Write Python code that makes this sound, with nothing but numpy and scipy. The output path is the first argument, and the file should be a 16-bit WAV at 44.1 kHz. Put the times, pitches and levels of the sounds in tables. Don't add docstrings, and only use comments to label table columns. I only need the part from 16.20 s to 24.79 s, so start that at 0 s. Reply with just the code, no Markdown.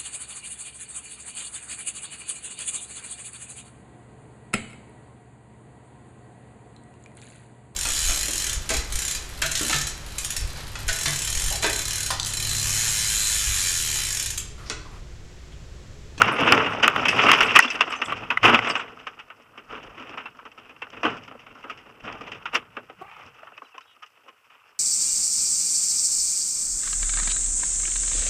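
import sys
import numpy as np
from scipy import signal
from scipy.fft import rfft, irfft
from scipy.io import wavfile
from scipy.ndimage import uniform_filter1d

SR = 44100
rng = np.random.default_rng(int(sys.argv[2]) if len(sys.argv) > 2 else 0)


def unload_audio(sound):
    columns = np.transpose(np.atleast_2d(sound))
    steps = np.round(np.clip(columns, -1, 1) * 32767)
    wavfile.write(sys.argv[1], SR, steps.astype(np.int16))


N = 378819


def gain_of(db):
    return 10 ** (np.asarray(db) / 20)


def evened(x):
    return x / np.sqrt(np.mean(x ** 2) + 1e-20)


def curve(rows):
    s, *columns = np.transpose(rows)
    return np.array([np.interp(np.arange(N) / SR, s, column) for column in columns])


def add(mix, s, sound):
    part = mix[..., max(0, round(s * SR)):][..., :sound.shape[-1]]
    part += sound[..., :part.shape[-1]]


def coloured(points):
    hz = np.fft.rfftfreq(N, 1 / SR)
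    f, db = np.transpose(points)
    colour_db = np.interp(np.log(hz + 1), np.log(f + 1), db)
    return evened(irfft(rfft(rng.standard_normal(N)) * gain_of(colour_db), N))


def flicker(seconds, spread_db):
    wander = uniform_filter1d(rng.standard_normal(N), max(2, int(seconds * SR)))
    return evened(gain_of(spread_db * evened(wander)))


def ringing(modes):
    t = np.arange(4096) / SR
    tick = np.zeros(len(t))
    for k, (hz, width_hz, db) in enumerate(modes):
        swell_and_die = width_hz ** 2 * t * np.exp(-1.5 * np.pi * width_hz * t)
        tick += (-1) ** k * gain_of(db) * swell_and_die * np.sin(2 * np.pi * hz * t)
    return tick / np.linalg.norm(tick)


# t/s, shake level/dB,
# weight/dB (how much of it comes up from the wheel and fuselage)
ROLL = [(0.0, -23.5, 1.5), (0.15, -34, -1), (0.22, -25, 4), (0.44, -27, 1), (0.58, -33.5, 4),
        (0.88, -28, 0.5), (1.1, -21, -5.5), (1.3, -24, -5.5), (1.38, -28.5, -1), (1.43, -30.5, -23),
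        (1.55, -38, -4), (1.66, -35, -6.5), (1.8, -44.5, -6), (2.0, -47, 5), (2.2, -41, -4),
        (2.53, -38.5, -2), (2.66, -47, 0), (3.05, -55.5, -3.5), (3.45, -55.5, -0.5), (3.9, -49, 0),
        (4.08, -49.5, -4.5), (4.2, -58, -1.5), (4.7, -51, -1.5), (5.2, -55.5, 2.5), (5.6, -48, -4),
        (5.8, -55, 2), (6.45, -55.5, 1), (6.78, -55, -3.5), (6.9, -53.5, -2), (7.04, -49.5, -2),
        (7.12, -55, -4), (7.3, -53.5, -1.5), (7.5, -58.5, -13), (8.2, -60.5, -9), (8.4, -59, -9.5),
        (8.59, -60, -6.5)]
# (above -40 dB for the zones, above -34.5 dB for the rumble)
SHARES = [(-3.5, 0.5, 0.07), (-1.5, 0.08, 0.0578), (-3, -0.23, 0.1964), (-20.5, -0.52, 0.0639),
          (-12.5, 1.04, -0.05)]
# t/s of the top, shake level/dB, rumble level/dB, t60/s, heave level/dB
LURCHES = [(.02, -38, -29, 0.44, -49), (0.333, -20.5, -32.5, 0.44, -50), (.99, -15, -29, 0.16, -57),
           (1.881, -34, -42.5, 1.6, -51.5), (2.249, -17, -27.5, 0.68, -39.5), (3.507, -43, -56, 2.4, -56),
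           (4.74, -46.5, -57, 1.4, -58), (4.87, -37.5, -41, 0.7, -72), (5.841, -42.5, -48, 2.45, -54),
           (6.79, -68, -49.5, 0.55, -64), (7.06, -47.5, -45, 0.32, -64)]
LURCH_RISE_S = 0.027
HEAVE_DB, HEAVE_PER_SHAKE = -61.5, 0.75


def motion():
    roll_db, weight_db = curve(ROLL)
    t = np.arange(2 * SR) / SR
    lurch_power = np.zeros((3, N))
    for s, shake_db, rumble_db, t60, heave_db in LURCHES:
        shape = gain_of(-60 * t / t60) * np.minimum(t / LURCH_RISE_S, 1)
        levels = gain_of([[shake_db], [rumble_db], [heave_db]])
        add(lurch_power, s - LURCH_RISE_S, (levels * shape) ** 2)
    share_db, per_weight, per_shake = np.transpose(SHARES)[:, :, None]
    total_db = 10 * np.log10(gain_of(roll_db) ** 2 + lurch_power[0])
    zones = gain_of(total_db + share_db + per_weight * weight_db + per_shake * (total_db + 40.0))
    wheel_db = roll_db + share_db[-1] + per_weight[-1] * weight_db + per_shake[-1] * (roll_db + 34.5)
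    heave = gain_of(HEAVE_DB + HEAVE_PER_SHAKE * (roll_db + 40.5))
    wheel_level = np.sqrt(gain_of(wheel_db) ** 2 + lurch_power[1])
    heave_level = np.sqrt(heave ** 2 + lurch_power[2])
    return zones[:-1], wheel_level, heave_level


# f/Hz, density level/dB
RUMBLE_COLOUR = [(12, -49), (40, -32), (70, -10.5), (107, 3.5), (146, -1), (200, -2.5), (260, -32),
                 (440, -120)]
# f/Hz, density level/dB
HEAVE_COLOUR = [(12, -20), (26, -7), (40, -4), (62, -4.5), (90, -25), (200, -100)]
# t/s, level/dB
OPEN_HEAVE = [(6.6, -3), (7.3, -8.5), (7.45, -25.5), (8.59, -27)]


def rumble(level, heave):
    settling = gain_of(curve(OPEN_HEAVE)[0])
    heaving = heave * settling * coloured(HEAVE_COLOUR) * flicker(0.073, 2.8)
    return level * coloured(RUMBLE_COLOUR) * flicker(0.0078, 0.75) + heaving


BUMP_CAP = 1.6


def shaking(zones):
    sizes = gain_of(7.8 * np.minimum(rng.exponential(1, N), BUMP_CAP))
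    strikes = sizes * (rng.random(N) < 90 / SR)
    dying = gain_of(-60 * np.arange(4000) / SR / 0.13)
    bumps = evened(4.0 + signal.oaconvolve(strikes, dying)[:N])
    own = np.array([flicker(0.014, 2.5) for zone in zones])
    return zones * bumps * own


# t/s, level/dB, thud rel. level/dB, chatter rel. level/dB,
# brightness/dB over the chatter, t60/s, ring f/Hz
KNOCKS = [(0.017, 5.5, -46, -13.5, 4, 0.006, 1384), (0.321, -7.5, -8.5, 1, 4, 0.028, 1213),
          (0.346, -13, -17, -22, 9.5, 0.059, 1120), (0.459, -17, -30, -5.5, -5, 0.25, 2820),
          (.678, -2, -35, -9.5, 3, 0.024, 1225), (0.76, -11, -21, -6, -1, 0.032, 1200),
          (.852, -14, -19, -8, 4, 0.12, 2560), (0.881, -5, -31, -24.5, 11, 0.2, 2607),
          (1.037, -16, -4.5, -24, 7, 0.14, 1140), (1.064, -14.5, -6, -2.5, -5, 0.13, 2760),
          (1.114, -13, -24, 6, 4, 0.022, 2680), (1.204, -8, -19, -7.5, 4, 0.12, 1360),
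          (1.39, 5, -48, -10, -7, 0.022, 1934), (1.399, -17, -30, -14, 13, 0.044, 2720),
          (1.424, -10, -23, -32, 14, 0.053, 2710), (1.446, -19, -24, -4, 1, 0.07, 1290),
          (1.478, -20.5, -20, -12.5, 3, 0.033, 3420), (1.501, -12.5, -44, -30.5, 15.5, 0.12, 2630),
          (1.606, -13, -17, -2.5, 4.5, 0.075, 2730), (1.704, -24, -29, -10, 3, 0.044, 1260),
          (1.736, -20, -27, -10, 0, 0.027, 1230), (1.815, -20, -14, -1, 1.5, 0.093, 2830),
          (1.858, -27, -30, -16.5, 13, 0.018, 3430), (1.921, -7, -33, -10.5, -5.5, 0.026, 1176),
          (2.102, -13, -21.5, -5, -0.5, 0.11, 2580), (2.172, -7.5, -44, -10, -4, 0.019, 2020),
          (2.229, -20, -16, 0.5, 1.5, 0.04, 1405), (2.253, -14, -3.5, -1.5, 1.5, 0.05, 2800),
          (2.278, -14.5, -4.5, 0.5, -0.5, 0.084, 1260), (2.389, -7.5, -40, -12, 1.5, 0.019, 2010),
          (2.444, -22, -22, -5.5, 1, 0.15, 2770), (2.468, -21, -8.5, -4.5, 2.5, 0.15, 1100),
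          (2.497, -20, -10.5, -7, 7.5, 0.095, 1150), (2.501, -25, -30, -6, 1, 0.046, 5250),
          (2.508, -26, -30, -8, 0, .05, 4750), (2.552, -21, -17.5, -1.5, 2, 0.12, 2860),
          (2.594, -24.5, -29, -6.5, 2, 0.17, 1077), (2.867, -27, -21, -1.5, 0.5, 0.082, 1230),
          (3.1, -36, -14, -1.5, -4, 0.1, 1235), (3.374, -38, -9, -3.5, 1.5, 0.15, 1197),
          (3.523, -39, -1, 1, -3.5, 0.18, 1280), (3.549, -43.5, -3, 7, -2, 0.065, 1250),
          (3.635, -45.5, 0, -11.5, 11.5, 0.053, 3070), (3.87, -50, -18, 7.5, 3, 0.033, 1370),
          (3.973, -34, -9, 1.5, -1, 0.18, 1060), (4.055, -31, -27, -0.5, -2, 0.098, 2680),
          (4.188, -45.5, -10.5, 7.5, -10.5, 0.077, 1260), (4.251, -43, -4, 1, 0.5, 0.12, 1144),
          (4.315, -51.5, -14, 0, 7, 0.051, 2600), (4.375, -36.5, -14, -12.5, 3.5, 0.24, 1294),
          (4.492, -41.5, -9.5, -7, 2, 0.18, 2510), (4.562, -44, -13, -3, -1, 0.044, 2700),
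          (4.618, -29, -17.5, -1.5, 0, 0.098, 2670), (4.667, -42, -6, 0, -7.5, 0.037, 1220),
          (4.702, -46.5, -25, -14, 15, 0.022, 3130), (4.728, -41.5, -4, -0.5, 0, 0.15, 1340),
          (4.83, -24.5, 0, -2.5, 1.5, 0.12, 2690), (4.966, -33, -14, -14, 7, 0.14, 1460),
          (5.032, -54, -20, -3.5, 11, 0.18, 2780), (5.077, -38.5, -9.5, -5.5, 2.5, 0.11, 1370),
          (5.11, -42.5, -3, 1.5, -7, 0.094, 1246), (5.15, -39, -5, -21, -3.5, 0.035, 577),
          (5.189, -49.5, -9.5, -7.5, 7, 0.38, 2700), (5.263, -42, -7.5, -5, 1.5, 0.2, 1320),
          (5.438, -29.5, -12, -7.5, -9.5, 0.16, 1266), (5.496, -23.5, -20, -16, 4.5, 0.14, 1267),
          (5.573, -47.5, -9, -8, 9, 0.089, 2680), (5.924, -44, -13, -4, 9.5, 0.046, 2700),
          (6.007, -31, -10.5, -14.5, 6, 0.18, 1210), (6.116, -32.5, -13.5, -6, 6.5, 0.096, 2570),
          (6.145, -40.5, -4.5, -3, 3, 0.16, 2640), (6.254, -27.5, -41.5, -2, 0.5, 0.11, 1375),
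          (6.566, -30, -3.5, 2.5, -5.5, 0.091, 1230), (6.696, -39.5, -1.5, -5.5, 0, 0.086, 1280),
          (6.911, -39.5, -27, -8, 1, 0.066, 2480), (7.062, -35.5, -8, -24, 13, 0.026, 253),
          (7.23, -37.5, -21, -4.5, -9, 0.045, 648), (7.269, -40, -25, -1.5, -9, 0.11, 1380),
          (7.318, -45, -3.5, -4, -7, 0.053, 750), (7.376, -32.5, -17, -7.5, 0.5, 0.048, 2590),
          (7.418, -32.5, -8.5, -5.5, -15, 0.047, 1097), (7.541, -47.5, -3.5, -0.5, -2, 0.18, 760),
          (7.579, -28, -33.5, -21, 8, 0.047, 1050), (7.606, -45, -39, -12, 10.5, 0.081, 1330),
          (7.762, -52, -5, -2.5, -5, 0.06, 1240), (7.86, -53, -24, -10.5, 12.5, 0.098, 2730),
          (7.97, -58, -2, 2.5, -1.5, 0.12, 1220), (8.032, -58.5, -2.5, -7, 5, 0.28, 556),
          (8.296, -55.5, -21, -0.5, 1.5, 0.66, 1830), (8.35, -49.5, -9, -7.5, 0, 0.075, 1214),
          (8.437, -55, -18.5, -10.5, 1.5, 0.13, 1310)]
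SCUFFS = [(0.265, -15.5, -8, -2.5, 0.5, 0.23, 1423), (0.324, -14.5, -1.5, -11, -6, 0.1, 308),
          (0.392, -21, -15, 2, -9, 0.11, 2670), (0.624, -14.5, -8.5, -2, 4.5, 0.14, 1428),
          (1.081, -20, -14, 4.5, 0, 0.18, 2610), (1.125, -18.5, -31, 4, 3.5, 0.041, 2680),
          (1.349, -10.5, -16.5, -0.5, 4, 0.11, 2557), (1.439, -19.5, -12, -10, -2, 0.069, 2750),
          (1.546, -26, -11, -9.5, 6, 0.059, 2710), (1.667, -32, -3, -1, -2, 0.16, 1270),
          (1.714, -28.5, -21, -5.5, 5.5, 0.21, 2950), (1.888, -29.5, -32, -1.5, -2, 0.19, 2670),
          (1.959, -40.5, -14, -7.5, 8.5, 0.21, 1266), (2.025, -33.5, -25, -1.5, -2, 0.078, 2580),
          (2.234, -11.5, -11, -4.5, 0.5, 0.41, 1246), (2.285, -14, -5, -1.5, -2, 0.086, 1277),
          (2.319, -20, 0, 2, -3, 0.13, 1264), (2.335, -13, -17, 0.5, 0.5, 0.098, 1285),
          (2.986, -36.5, -17, -5.5, 2.5, 0.12, 2570), (3.499, -35, -13, -5, -6, .088, 1308),
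          (3.769, -37, -8.5, -5, 0, 0.51, 334), (3.931, -38.5, -3, -5, -3, 0.085, 2513),
          (4.765, -37, -4, -4.5, -3, 0.02, 2590), (4.841, -15.5, -10.5, -7.5, -1.5, 0.21, 304),
          (5.795, -51, -15, -7.5, 6.5, 0.08, 2710), (5.838, -36.5, -12.5, -7.5, 2.5, 0.3, 225),
          (5.867, -37.5, -3, 1, -3.5, 0.31, 2640), (6.063, -41, -3, 0, 3.5, 0.091, 968),
          (6.325, -36.5, -2.5, 0.5, 2.5, 0.15, 2970), (6.343, -21, -8.5, -1, 6, 0.087, 1234),
          (7.82, -36, -27, -7.5, 3.5, 0.07, 1243), (8.052, -50.5, -3.5, -12.5, -1, 0.12, 557),
          (8.078, -41, -8.5, -6.5, 3, 0.064, 1060)]
RISE_S, RISE_PER_T60, SCUFF_RISE_S = 0.0018, 0.0071, 0.012
RING_RISE = 1.2
BLOW_DB, SCUFF_BLOW_DB = 13.5, 12
RATTLE_DB, RATTLE_PER_BRIGHT = -22, 2.09


def knocks():
    force_power, blows, ring = np.zeros((4, N)), np.zeros((4, N)), np.zeros(N)
    t = np.arange(SR // 4) / SR
    lasting = np.array([[1.3], [1.], [.9], [.7]])
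    contacts = [(RISE_S + RISE_PER_T60 * row[5], BLOW_DB, row) for row in KNOCKS]
    contacts += [(SCUFF_RISE_S, SCUFF_BLOW_DB, row) for row in SCUFFS]
    for rise, blow_db, (s, db, thud_db, chatter_db, bright_db, t60, hz) in contacts:
        rattle_db = chatter_db + RATTLE_DB + RATTLE_PER_BRIGHT * bright_db
        zones_db = db + np.array([[thud_db], [chatter_db], [chatter_db + bright_db], [rattle_db]])
        rising = np.clip(t / rise, 0, 1) ** 0.8
        fall_db = -60 * np.maximum(t - rise, 0) / max(t60, .008)
        add(force_power, s, (gain_of(zones_db + fall_db / lasting) * rising) ** 2)
        add(blows, s + rise, gain_of(zones_db + blow_db))
        ring_rise = RING_RISE * rise
        ring_fall_db = -60 * np.maximum(t - ring_rise, 0) / np.clip(t60, .008, 0.06)
        ring_level = gain_of(db - 3 + ring_fall_db) * np.clip(t / ring_rise, 0, 1)
        add(ring, s, ring_level * np.sin(2 * np.pi * hz * t))
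    return np.sqrt(force_power), blows, ring


# f/Hz, width/Hz, rel. level/dB
SHELL = [(243.4, 48, 2.5), (337, 50, -3.5), (427, 77.5, 1), (690, 376, -3.5)]
WALL = [(936, 380, -4.5), (1303, 274, 2), (1536, 130, -0.5), (1746, 460, -8)]
PORT = [(1894, 633, 0), (2650, 408, 7.5), (3022, 377, 2), (3445, 465, -7.5)]
RATTLE = [(5135, 850, 8.5), (6030, 1370, 0), (8000, 1100, -9)]


def case(shake):
    force, blows, ring = knocks()
    impacts = rng.standard_normal((4, N)) * flicker(0.0012, 2.3)
    zones = [ringing(modes) for modes in (SHELL, WALL, PORT, RATTLE)]
    hits = np.hypot(force, shaking(shake)) * impacts + blows
    return ring * flicker(0.0044, 2.3) + signal.oaconvolve(hits, zones, axes=1)[:, :N].sum(0)


PINGS_PER_S, PING_DB, PING_T60_S = 80, 2.5, 0.011
PING_SPREAD = 0.052


def pings(shake):
    struck = gain_of(1.3 * np.minimum(rng.exponential(1, N), 3)) * (rng.random(N) < PINGS_PER_S / SR)
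    size = struck * shake
    spots = [WALL[1][0], PORT[1][0]] * 8
    spot = rng.integers(0, len(spots), N)
    t = np.arange(2048) / SR
    level = gain_of(PING_DB - 60 * t / PING_T60_S) * np.minimum(t / 0.0011, 1)
    out = np.zeros(N)
    for k, hz in enumerate(spots * np.exp(PING_SPREAD * rng.standard_normal(len(spots)))):
        ring = level * np.sin(2 * np.pi * hz * t)
        out += signal.oaconvolve(size * (spot == k), ring)[:N]
    return out


# t/s, level/dB of the force
TICKS = [(0.018, -15), (0.058, -40), (0.2095, -35), (.2655, -45), (0.311, -35.5), (0.322, -15), (.338, -41),
         (.35, -38.5), (0.6785, -17.5), (0.7, -39.5), (0.7614, -34), (0.7986, -39), (0.8565, -36),
         (0.8844, -24.5), (0.964, -37), (1.038, -37.5), (1.067, -35), (1.085, -31.5), (1.1163, -12.5),
         (1.1363, -37), (1.208, -26), (1.23, -24), (1.361, -26), (1.3901, -7.5), (1.6077, -40),
         (2.24, -38.5), (2.2475, -31), (2.254, -28), (2.26, -32), (2.271, -35), (2.279, -37.5),
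         (2.2996, -31), (2.3441, -31), (2.348, -43), (6.2565, -56)]
# t/s, level/dB of the force, t60/s
FIZZES = [(.268, -68, 0.09), (.626, -59, 0.07), (6.339, -46, 0.12)]
# f/Hz, width/Hz, rel. level/dB
TICK = [(6300, 2500, -1.5), (9750, 1800, -5.5), (13300, 3600, -10)]
FIZZ_RISE_S = 0.0051


def ticks(shake):
    t, slow = np.arange(600) / SR, np.arange(SR // 8) / SR
    force = shake * gain_of(-36.5) * flicker(0.013, 3.)
    for s, db in TICKS:
        add(force, s, gain_of(db - 60 * t / 0.0073) * np.minimum(t / 0.00046, 1))
    for s, db, t60 in FIZZES:
        fall_db = -60 * np.maximum(slow - FIZZ_RISE_S, 0) / t60
        add(force, s, gain_of(db + fall_db) * np.minimum(slow / FIZZ_RISE_S, 1))
    sizes = shake * gain_of(-32.5 + 2.5 * np.minimum(rng.exponential(1, N), 3))
    small = sizes * (rng.random(N) < 35 / SR)
    force += signal.oaconvolve(small, gain_of(-60 * t / .005))[:N]
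    return signal.oaconvolve(force * rng.standard_normal(N), ringing(TICK))[:N]


# f/Hz, t60/s
FITTING = [(6120, 0.31), (7000, 0.088), (7690, 0.14), (8310, 0.14), (10050, 0.16), (11200, 0.11),
           (12200, .15), (12900, .1)]
# t/s, level/dB, loudest region f/Hz
CLINKS = [(0.116, -40, 9600), (.235, -52, 8000), (.505, -53, 8250), (.885, -35, 8300), (1.165, -48, 11200),
          (1.235, -35, 8900), (1.524, -44, 8900), (1.695, -44, 8500), (1.754, -40.5, 6300),
          (1.842, -40, 7900), (2.482, -37.5, 8200), (2.57, -48, 7500)]


def jingle():
    out, t = np.zeros(N), np.arange(SR // 5) / SR
    hz, t60 = np.transpose(FITTING)[:, :, None]
    lucks = rng.standard_normal((len(CLINKS), len(FITTING), 1))
    for (s, db, top_hz), luck in zip(CLINKS, lucks):
        octaves_off = abs(np.log2(hz / top_hz))
        level = gain_of(db - 38 * octaves_off + 3 * luck - 60 * t / t60)
        add(out, s, (level * np.sin(2 * np.pi * hz * t)).sum(0) * np.minimum(t / 0.013, 1))
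    return out * flicker(.006, 2.5)


# t/s, slip rate f/Hz, level/dB, tilt/dB per octave
CREAK = [(6.81, 394, -56, 0), (6.815, 384, -41, -7.5), (6.824, 375, -37.5, -5.5), (6.834, 380, -48, 2),
         (6.89, 400, -48, 10), (6.92, 450, -49, 17.5), (6.97, 445, -46, 10.5), (7.02, 425, -50, 14),
         (7.085, 420, -62, 13.5)]
# f/Hz, level/dB
CREAK_COLOUR = [(200, -15), (380, -0.5), (760, 6.5), (1150, 7), (1600, -9), (2400, -9.5), (3200, -26),
                (4000, -58.5)]
# t/s, length/s, start f/Hz, end f/Hz, peak level/dB, waver/share of f
SQUEAKS = [(7.195, .02, 2900, 2500, -55, .02), (7.328, .018, 2750, 2650, -50, .015),
           (7.432, .046, 3980, 3940, -66, .008), (7.365, .014, 2300, 2650, -52, .02),
           (7.45, .032, 3350, 2350, -54, .016), (7.515, .025, 2950, 2550, -53, .015),
           (7.625, .014, 3750, 3800, -62, .02), (7.654, .094, 3300, 3280, -62, .035),
           (7.656, .095, 3800, 3700, -67, .025), (7.66, .096, 2950, 2900, -60, .035)]
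CREAK_GRIT_DB = 5


def canopy():
    out = np.zeros(N)
    s, rate, db, tilt_db = np.transpose(CREAK)
    t = np.arange(s[0], s[-1], 1 / SR)
    unevenness = np.interp(t - s[0], [.02, .05], [.03, .06])
    hz = np.interp(t, s, rate) * (1 + unevenness * evened(uniform_filter1d(rng.standard_normal(len(t)), 200)))
    phase = 2 * np.pi * np.cumsum(hz) / SR
    f, colour_db = np.transpose(CREAK_COLOUR)
    tilt_now_db = np.interp(t, s, tilt_db)
    slips = np.zeros(len(t))
    for k in range(1, 10):
        level_db = np.interp(k * hz, f, colour_db) + tilt_now_db * np.log2(k / 3)
        grit = flicker(0.0046, CREAK_GRIT_DB)[:len(t)]
        slips += gain_of(level_db) * np.sin(k * phase + k * k) * grit
    add(out, s[0], evened(slips) * gain_of(np.interp(t, s, db)))
    for s, length, from_hz, to_hz, db, waver in SQUEAKS:
        n = int(length * SR)
        wavering = 1 + waver * evened(uniform_filter1d(rng.standard_normal(n), 60))
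        hz = np.linspace(from_hz, to_hz, n) * wavering
        add(out, s, gain_of(db) * np.sin(2 * np.pi * np.cumsum(hz) / SR) * signal.windows.tukey(n, .5))
    return out


OPEN_S, OPEN_LENGTH_S = 6.6, 0.43
OPEN_HZ, OPEN_RUMBLE_DB = 390, -3.5


def high_pass(x, order, hz):
    return signal.sosfilt(signal.butter(N=order, Wn=hz, btype="high", fs=SR, output="sos"), x)


def scene():
    zones, wheel, heave = motion()
    stiff = high_pass(case(zones) + ticks(zones[1]) + pings(zones[1]), 3, 170)
    thin = high_pass(stiff, 2, OPEN_HZ)
    opened = np.clip((np.arange(N) / SR - OPEN_S) / OPEN_LENGTH_S, 0, 1)
    contact = stiff + opened * (thin - stiff)
    low = rumble(wheel * gain_of(OPEN_RUMBLE_DB * opened), heave)
    return (contact + low + jingle() + canopy())[None]


# f/Hz, density level/dB
HISS = [(64, -45), (80, 0.5), (95, 0), (115, -18), (300, -32), (1200, -16.5), (4000, -12.5), (15000, -13),
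        (15500, -38.5)]
HISS_DB, WHINE_HZ, WHINE_DB = -75.5, 7700, -87
EDGE_HZ = 16000


def record(dry):
    whine = gain_of(WHINE_DB) * np.sqrt(2) * np.sin(2 * np.pi * WHINE_HZ * np.arange(N) / SR)
    clipped = np.clip(dry + gain_of(HISS_DB) * coloured(HISS) + whine, -1, 1)
    band = signal.firwin(511, EDGE_HZ, window=("kaiser", 9), fs=SR)
    return signal.oaconvolve(clipped, band[None], "same")


dry = scene()
out = record(dry)
unload_audio(out)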